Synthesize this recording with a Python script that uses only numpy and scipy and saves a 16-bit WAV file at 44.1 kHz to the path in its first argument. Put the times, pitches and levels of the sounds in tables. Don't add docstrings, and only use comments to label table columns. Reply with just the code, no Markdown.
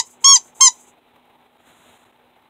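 import sys
import numpy as np
from scipy import signal
from scipy.fft import rfft, irfft
from scipy.io import wavfile
from scipy.ndimage import uniform_filter1d, minimum_filter1d

SR = 44100
rng = np.random.default_rng(int(sys.argv[2]) if len(sys.argv) > 2 else 0)


def makeup_ratio(level_db):
    decades = np.asarray(level_db, float) / 20
    return 10 ** decades


def pcm_store(signal):
    levels = np.round(np.clip(np.atleast_2d(signal), -1, 1) * 32767)
    wavfile.write(sys.argv[1], SR, levels.astype(np.int16).T)


N = 109897


def curve(table, x):
    return np.interp(x, *np.array(table, float).T)


def colour(table):
    hz, db = np.array(table, float).T
    f = np.maximum(np.arange(N // 2 + 1) * SR / N, 1)
    gain = makeup_ratio(np.interp(np.log(f), np.log(hz), db, -60, -60))
    x = irfft(rfft(rng.standard_normal(N)) * gain, N)
    return x / np.std(x)


def walk(rate_hz):
    k = int(SR / rate_hz)
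    held = np.repeat(rng.standard_normal(N // k + 1), k)
    return 1.2 * uniform_filter1d(uniform_filter1d(held, k), k)[:N]


def step(t, width_s):
    return 1 / (1 + np.exp(-np.clip(t / width_s, -40, 40)))


def puff(t, center_s, width_s):
    return np.exp(-((t - center_s) / width_s) ** 2)


def band(x, lo_hz, hi_hz):
    return signal.sosfilt(signal.butter(3, [lo_hz, hi_hz], "bandpass", fs=SR, output="sos"), x)


# (frequency [Hz], density [dB per Hz])
FLOOR_COLOUR = [(35, -18), (200, -11), (480, -5.5), (700, -8), (860, 0), (1150, -12.5), (4000, -19),
                (4400, -36)]
FLOOR_DB = -57.5
EARLY_DB, EARLY_ENDS_S = 2.5, .95


def room_noise(t, flicker):
    noise = colour(FLOOR_COLOUR)
    edges_hz = [30, 150, 400, 700, 1200, 2200, 4300]
    floor = 0
    for lo_hz, hi_hz in zip(edges_hz, edges_hz[1:]):
        floor = floor + band(noise, lo_hz, hi_hz) * makeup_ratio(1.9 * flicker + 1.2 * walk(47))
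    return makeup_ratio(FLOOR_DB + EARLY_DB * step(EARLY_ENDS_S - t, .03)) * floor / np.std(floor)


HUM_HZ, HUM_DB = 245, -65.5


def appliance_hum(t):
    return makeup_ratio(HUM_DB + 3.5 * walk(18)) * np.sin(2 * np.pi * HUM_HZ * t)


HISS_DB = -76


def microphone_hiss(flicker):
    return makeup_ratio(HISS_DB + 1.1 * flicker) * colour([(4200, -3), (5500, -8), (9000, -2), (15700, -1)])


# (time [s], level [dB])
TICKS = [
    (1.157, -44),
    (1.25, -48.5),
    (1.297, -50.5),
    (1.408, -50.5),
    (1.564, -50),
    (1.671, -44.5),
    (1.704, -45.5),
    (2.164, -48.5),
    (2.419, -49),
]
# (frequency [Hz], level [dB])
TICK_COLOUR = [(100, -11), (900, 0.5), (4000, -12.5), (4400, -30), (12000, -23), (15600, -18.5)]
TICK_S = 0.0056


def handling_ticks(t):
    bursts = sum(makeup_ratio(db - 9.5) * puff(t, s + TICK_S, TICK_S) for s, db in TICKS)
    return bursts * colour(TICK_COLOUR)


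# (time [s], level [dB])
RUSTLE = [
    (1.55, -77),
    (1.64, -63),
    (1.69, -53),
    (1.74, -56),
    (1.9, -53),
    (2.03, -57),
    (2.07, -63),
    (2.16, -78),
]
# (frequency [Hz], level [dB])
CLOTH_COLOUR = [(60, -5.5), (900, -1), (2000, -7.5), (4000, -6), (4400, -31.5), (5700, -28), (6800, -11),
                (15500, -24.5)]
MURK_DB = -60.5


def cloth_rustle(t):
    moving = abs(t - 1.85) < .33
    rub = makeup_ratio(curve(RUSTLE, t) + 1.1 * walk(90)) * moving * colour(CLOTH_COLOUR)
    murk = makeup_ratio(MURK_DB) * puff(t, 2.07, .04) * colour([(60, -4), (900, 4), (3500, -15)])
    return rub + murk


DIP_TIMES_S = [
    .547,
    1.578,
    1.982,
    2.048,
    2.12,
    2.169,
]
DIP_S, DIP_DB = .0025, -11


def background(t):
    flicker = walk(110)
    steady = room_noise(t, flicker) + appliance_hum(t) + microphone_hiss(flicker)
    gate = makeup_ratio(sum(DIP_DB * puff(t, s, DIP_S) for s in DIP_TIMES_S))
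    return (steady + handling_ticks(t) + cloth_rustle(t)) * gate


ROOM_T60_S, ROOM_DB, LATE_T60_S, LATE_DB, ROOM_GAP_S = .10, -14.5, .28, -32.5, .003
SOAK_LO_HZ, SOAK_HI_HZ, SOAK = 4400, 5500, .7


def room(x):
    t = np.arange(SR // 3) / SR
    echo = 0
    for t60_s, db in ((ROOM_T60_S, ROOM_DB), (LATE_T60_S, LATE_DB)):
        tail = rng.standard_normal(len(t)) * makeup_ratio(-60 * t / t60_s) * step(t - ROOM_GAP_S, 0.00055)
        echo = echo + makeup_ratio(db) * tail / np.sqrt(np.sum(tail ** 2))
    soak = signal.butter(1, [SOAK_LO_HZ, SOAK_HI_HZ], "bandpass", fs=SR, output="sos")
    echo = echo - SOAK * signal.sosfilt(soak, echo)
    return signal.fftconvolve(x, echo)[:len(x)]


# (time [s], level [dB])
THUMPS = [
    (0, -43.5),
    (.262, -49),
    (.333, -49.5),
    (.612, -52),
    (.665, -54),
]
THUMP_S = .014


def low_thumps(t):
    puffs = sum(makeup_ratio(db) * puff(t, s, THUMP_S) for s, db in THUMPS)
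    return puffs * colour([(20, -6.5), (60, -2.5), (150, -15)])


SPUTTER_DB, SPUTTER_S, SPUTTER_LENGTH_S = -31, .641, .017


def sputter(t):
    leak = makeup_ratio(SPUTTER_DB) * np.exp(-((t - SPUTTER_S) / SPUTTER_LENGTH_S) ** 4)
    spectrum = [(7800, -6), (8700, -2.5), (9400, -14), (10300, -13.5), (10800, -3), (11400, -16)]
    return np.array([leak * colour(spectrum) for _ in range(2)])


# (refill ends [s], refill level [dB], squeeze hiss starts [s], hiss level at reed start [dB])
AIR = [
    (.165, -51, -0.18, -45),
    (.51, -54, .205, -50.5),
    (.905, -50.5, .548, -49),
]
# (frequency [Hz], density [dB per Hz])
JET_COLOUR = [(4300, -24), (5000, -19), (5600, -26), (6200, -2), (7900, 1), (8300, -9), (9200, -3),
              (9800, -13), (15600, -18)]
AIR_RISE_DB_S, AIR_FALL_DB_S, BLOW_DB, WIDE_DB = 150.5, 35, -40, -47
CHIFF_DB, CHIFF_S, GASP_DB, GASP_S = -28, .0025, -25.5, .008


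def air(t, swing):
    level = makeup_ratio(BLOW_DB) * swing
    chiff, gasp = 0, 0
    for (start, _, stop, _, _), (refill_end, refill_db, begin, lead_db) in zip(SQUEAKS, AIR):
        refill = makeup_ratio(refill_db - AIR_FALL_DB_S * (t - stop))
        level = level + refill * step(t - stop, .01) * step(refill_end - t, .012)
        squeeze = makeup_ratio(lead_db + AIR_RISE_DB_S * np.minimum(t - start, 0))
        level = level + squeeze * step(t - begin, .003) * (t < start)
        chiff = chiff + makeup_ratio(CHIFF_DB) * puff(t, start, CHIFF_S)
        gasp = gasp + makeup_ratio(GASP_DB) * puff(t, stop, GASP_S)
    jet = level * makeup_ratio(3.1 * walk(60)) * colour(JET_COLOUR)
    wide = (makeup_ratio(WIDE_DB) * swing + chiff) * colour([(60, -9), (600, -8), (1500, 1), (7500, -3)])
    gasps = gasp * colour([(1500, -21.5), (4000, -10.5), (6500, 0), (8000, -7), (9800, -20)])
    return jet + wide + gasps


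# (reed starts [s], pressure peaks [s], reed stops [s], top pitch [Hz], level [dB])
SQUEAKS = [
    (-.08, -.064, .007, 1090, -5),
    (0.2434, 0.296, .372, 1108, -6),
    (0.6084, 0.621, .684, 1064, -3.5),
]
# (level [dB], ..)
GRIPS = [
    [-11, -17, -11.5, -14, -0.5, -3, -4, -10, -19, -37, -48, -48, -50.5, -55],
    [-10, -18.5, -7, -13.5, 2, 0.5, -1, -10, -17.5, -35, -38, -32.5, -47.5, -42],
    [-9, -15, -11, -7.5, 0, 0, -1.5, -14.5, -13.5, -27.5, -46, -32.5, -50.5, -45],
]
# (frequency [Hz], gain [dB])
PORT_LOW = [(2000, 1), (2200, -9), (2900, -10), (3100, 1), (3250, 0)]
PORT = [(4100, -0.5), (4250, -7.5), (4450, 3.5), (4950, -5.5), (5180, -13), (5500, -2), (7350, 3),
        (7700, -25.5)]
PORT_TOP = [(7700, 0), (7950, 27.5), (8250, 24.5), (8800, 12), (9300, 28.5), (9800, 11.5), (10300, 26)]
ARCH_HZ_S2, SAG_HZ_S4 = 14000, 3.0e6
KICK_HZ, KICK_S, KICK_LEAD_S, SNAP_S = 160, .0012, .001, .0006
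ATTACK_S, RELEASE_S, LINGER_S, SHARPEN = .0024, 0.0013, .005, 0.23
FADE_DB_PER_HZ, DULL_DB_PER_HZ, UNSTEADY_DB_PER_HZ = 0.0618, 0.07, .06
WOBBLE, WOBBLE_DB = .0004, .5


def reed(t):
    tone, swing = np.zeros(N), np.zeros(N)
    for (start, peak, stop, top_hz, db), grip in zip(SQUEAKS, GRIPS):
        d = np.clip(t, start - .02, stop + .012) - peak
        sag_hz = ARCH_HZ_S2 * d ** 2 + SAG_HZ_S4 * np.maximum(d, 0) ** 4
        kick_hz = KICK_HZ * step(start - KICK_LEAD_S - t, KICK_S)
        hz = (top_hz - sag_hz - kick_hz) * (1 + WOBBLE * walk(120))
        phase = 2 * np.pi * np.cumsum(hz) / SR
        drive = step(t - start, ATTACK_S) * step(stop + LINGER_S - t, RELEASE_S)
        snap = step(t - start, SNAP_S) * step(stop - t, RELEASE_S)
        swing += snap
        for k, part_db in enumerate(grip):
            port_db = sum(curve(part, (k + 1) * hz) for part in (PORT_LOW, PORT, PORT_TOP))
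            fade_db = (FADE_DB_PER_HZ + DULL_DB_PER_HZ * max(k - 8, 0)) * sag_hz
            unsteady_db = WOBBLE_DB + UNSTEADY_DB_PER_HZ * sag_hz * (d > 0) * (k > 1)
            gain = makeup_ratio(db + part_db + port_db - fade_db + unsteady_db * walk(130))
            envelope = snap ** (1 + SHARPEN * k) if k else drive
            tone += gain * envelope * np.sin((k + 1) * (phase + .4 * k))
    return tone, swing


LEAD_S = .1


def scene():
    t, lead = np.arange(N) / SR, int(LEAD_S * SR)
    toy_t = t - LEAD_S
    tone, swing = reed(toy_t)
    toy = tone + air(toy_t, swing) + low_thumps(toy_t)
    in_room = np.append((toy + room(toy))[lead:], np.zeros(lead))
    return in_room + background(t) + sputter(t)


def low_pass(x):
    return signal.sosfilt(signal.butter(12, 15700, fs=SR, output="sos"), x)


MIRROR_HZ, MIRROR_DB, MIRROR_LO_HZ, MIRROR_HI_HZ = 16000, -28, 8500, 9800
CEILING, LIMIT_S, TOP_HZ = .99, .004, 15700


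def record(dry):
    t = np.arange(N) / SR
    mirror = band(dry * np.cos(2 * np.pi * MIRROR_HZ * t), MIRROR_LO_HZ, MIRROR_HI_HZ)
    x = dry + 2 * makeup_ratio(MIRROR_DB) * mirror
    span = int(LIMIT_S * SR)
    headroom = np.minimum(CEILING / (abs(x).max(axis=0) + 1e-9), 1)
    limited = x * uniform_filter1d(minimum_filter1d(headroom, size=span), size=span)
    mix = signal.sosfilt(signal.ellip(8, .2, 70, TOP_HZ, fs=SR, output="sos"), limited)
    return low_pass(mix)


dry = scene()
out = record(dry)
pcm_store(out)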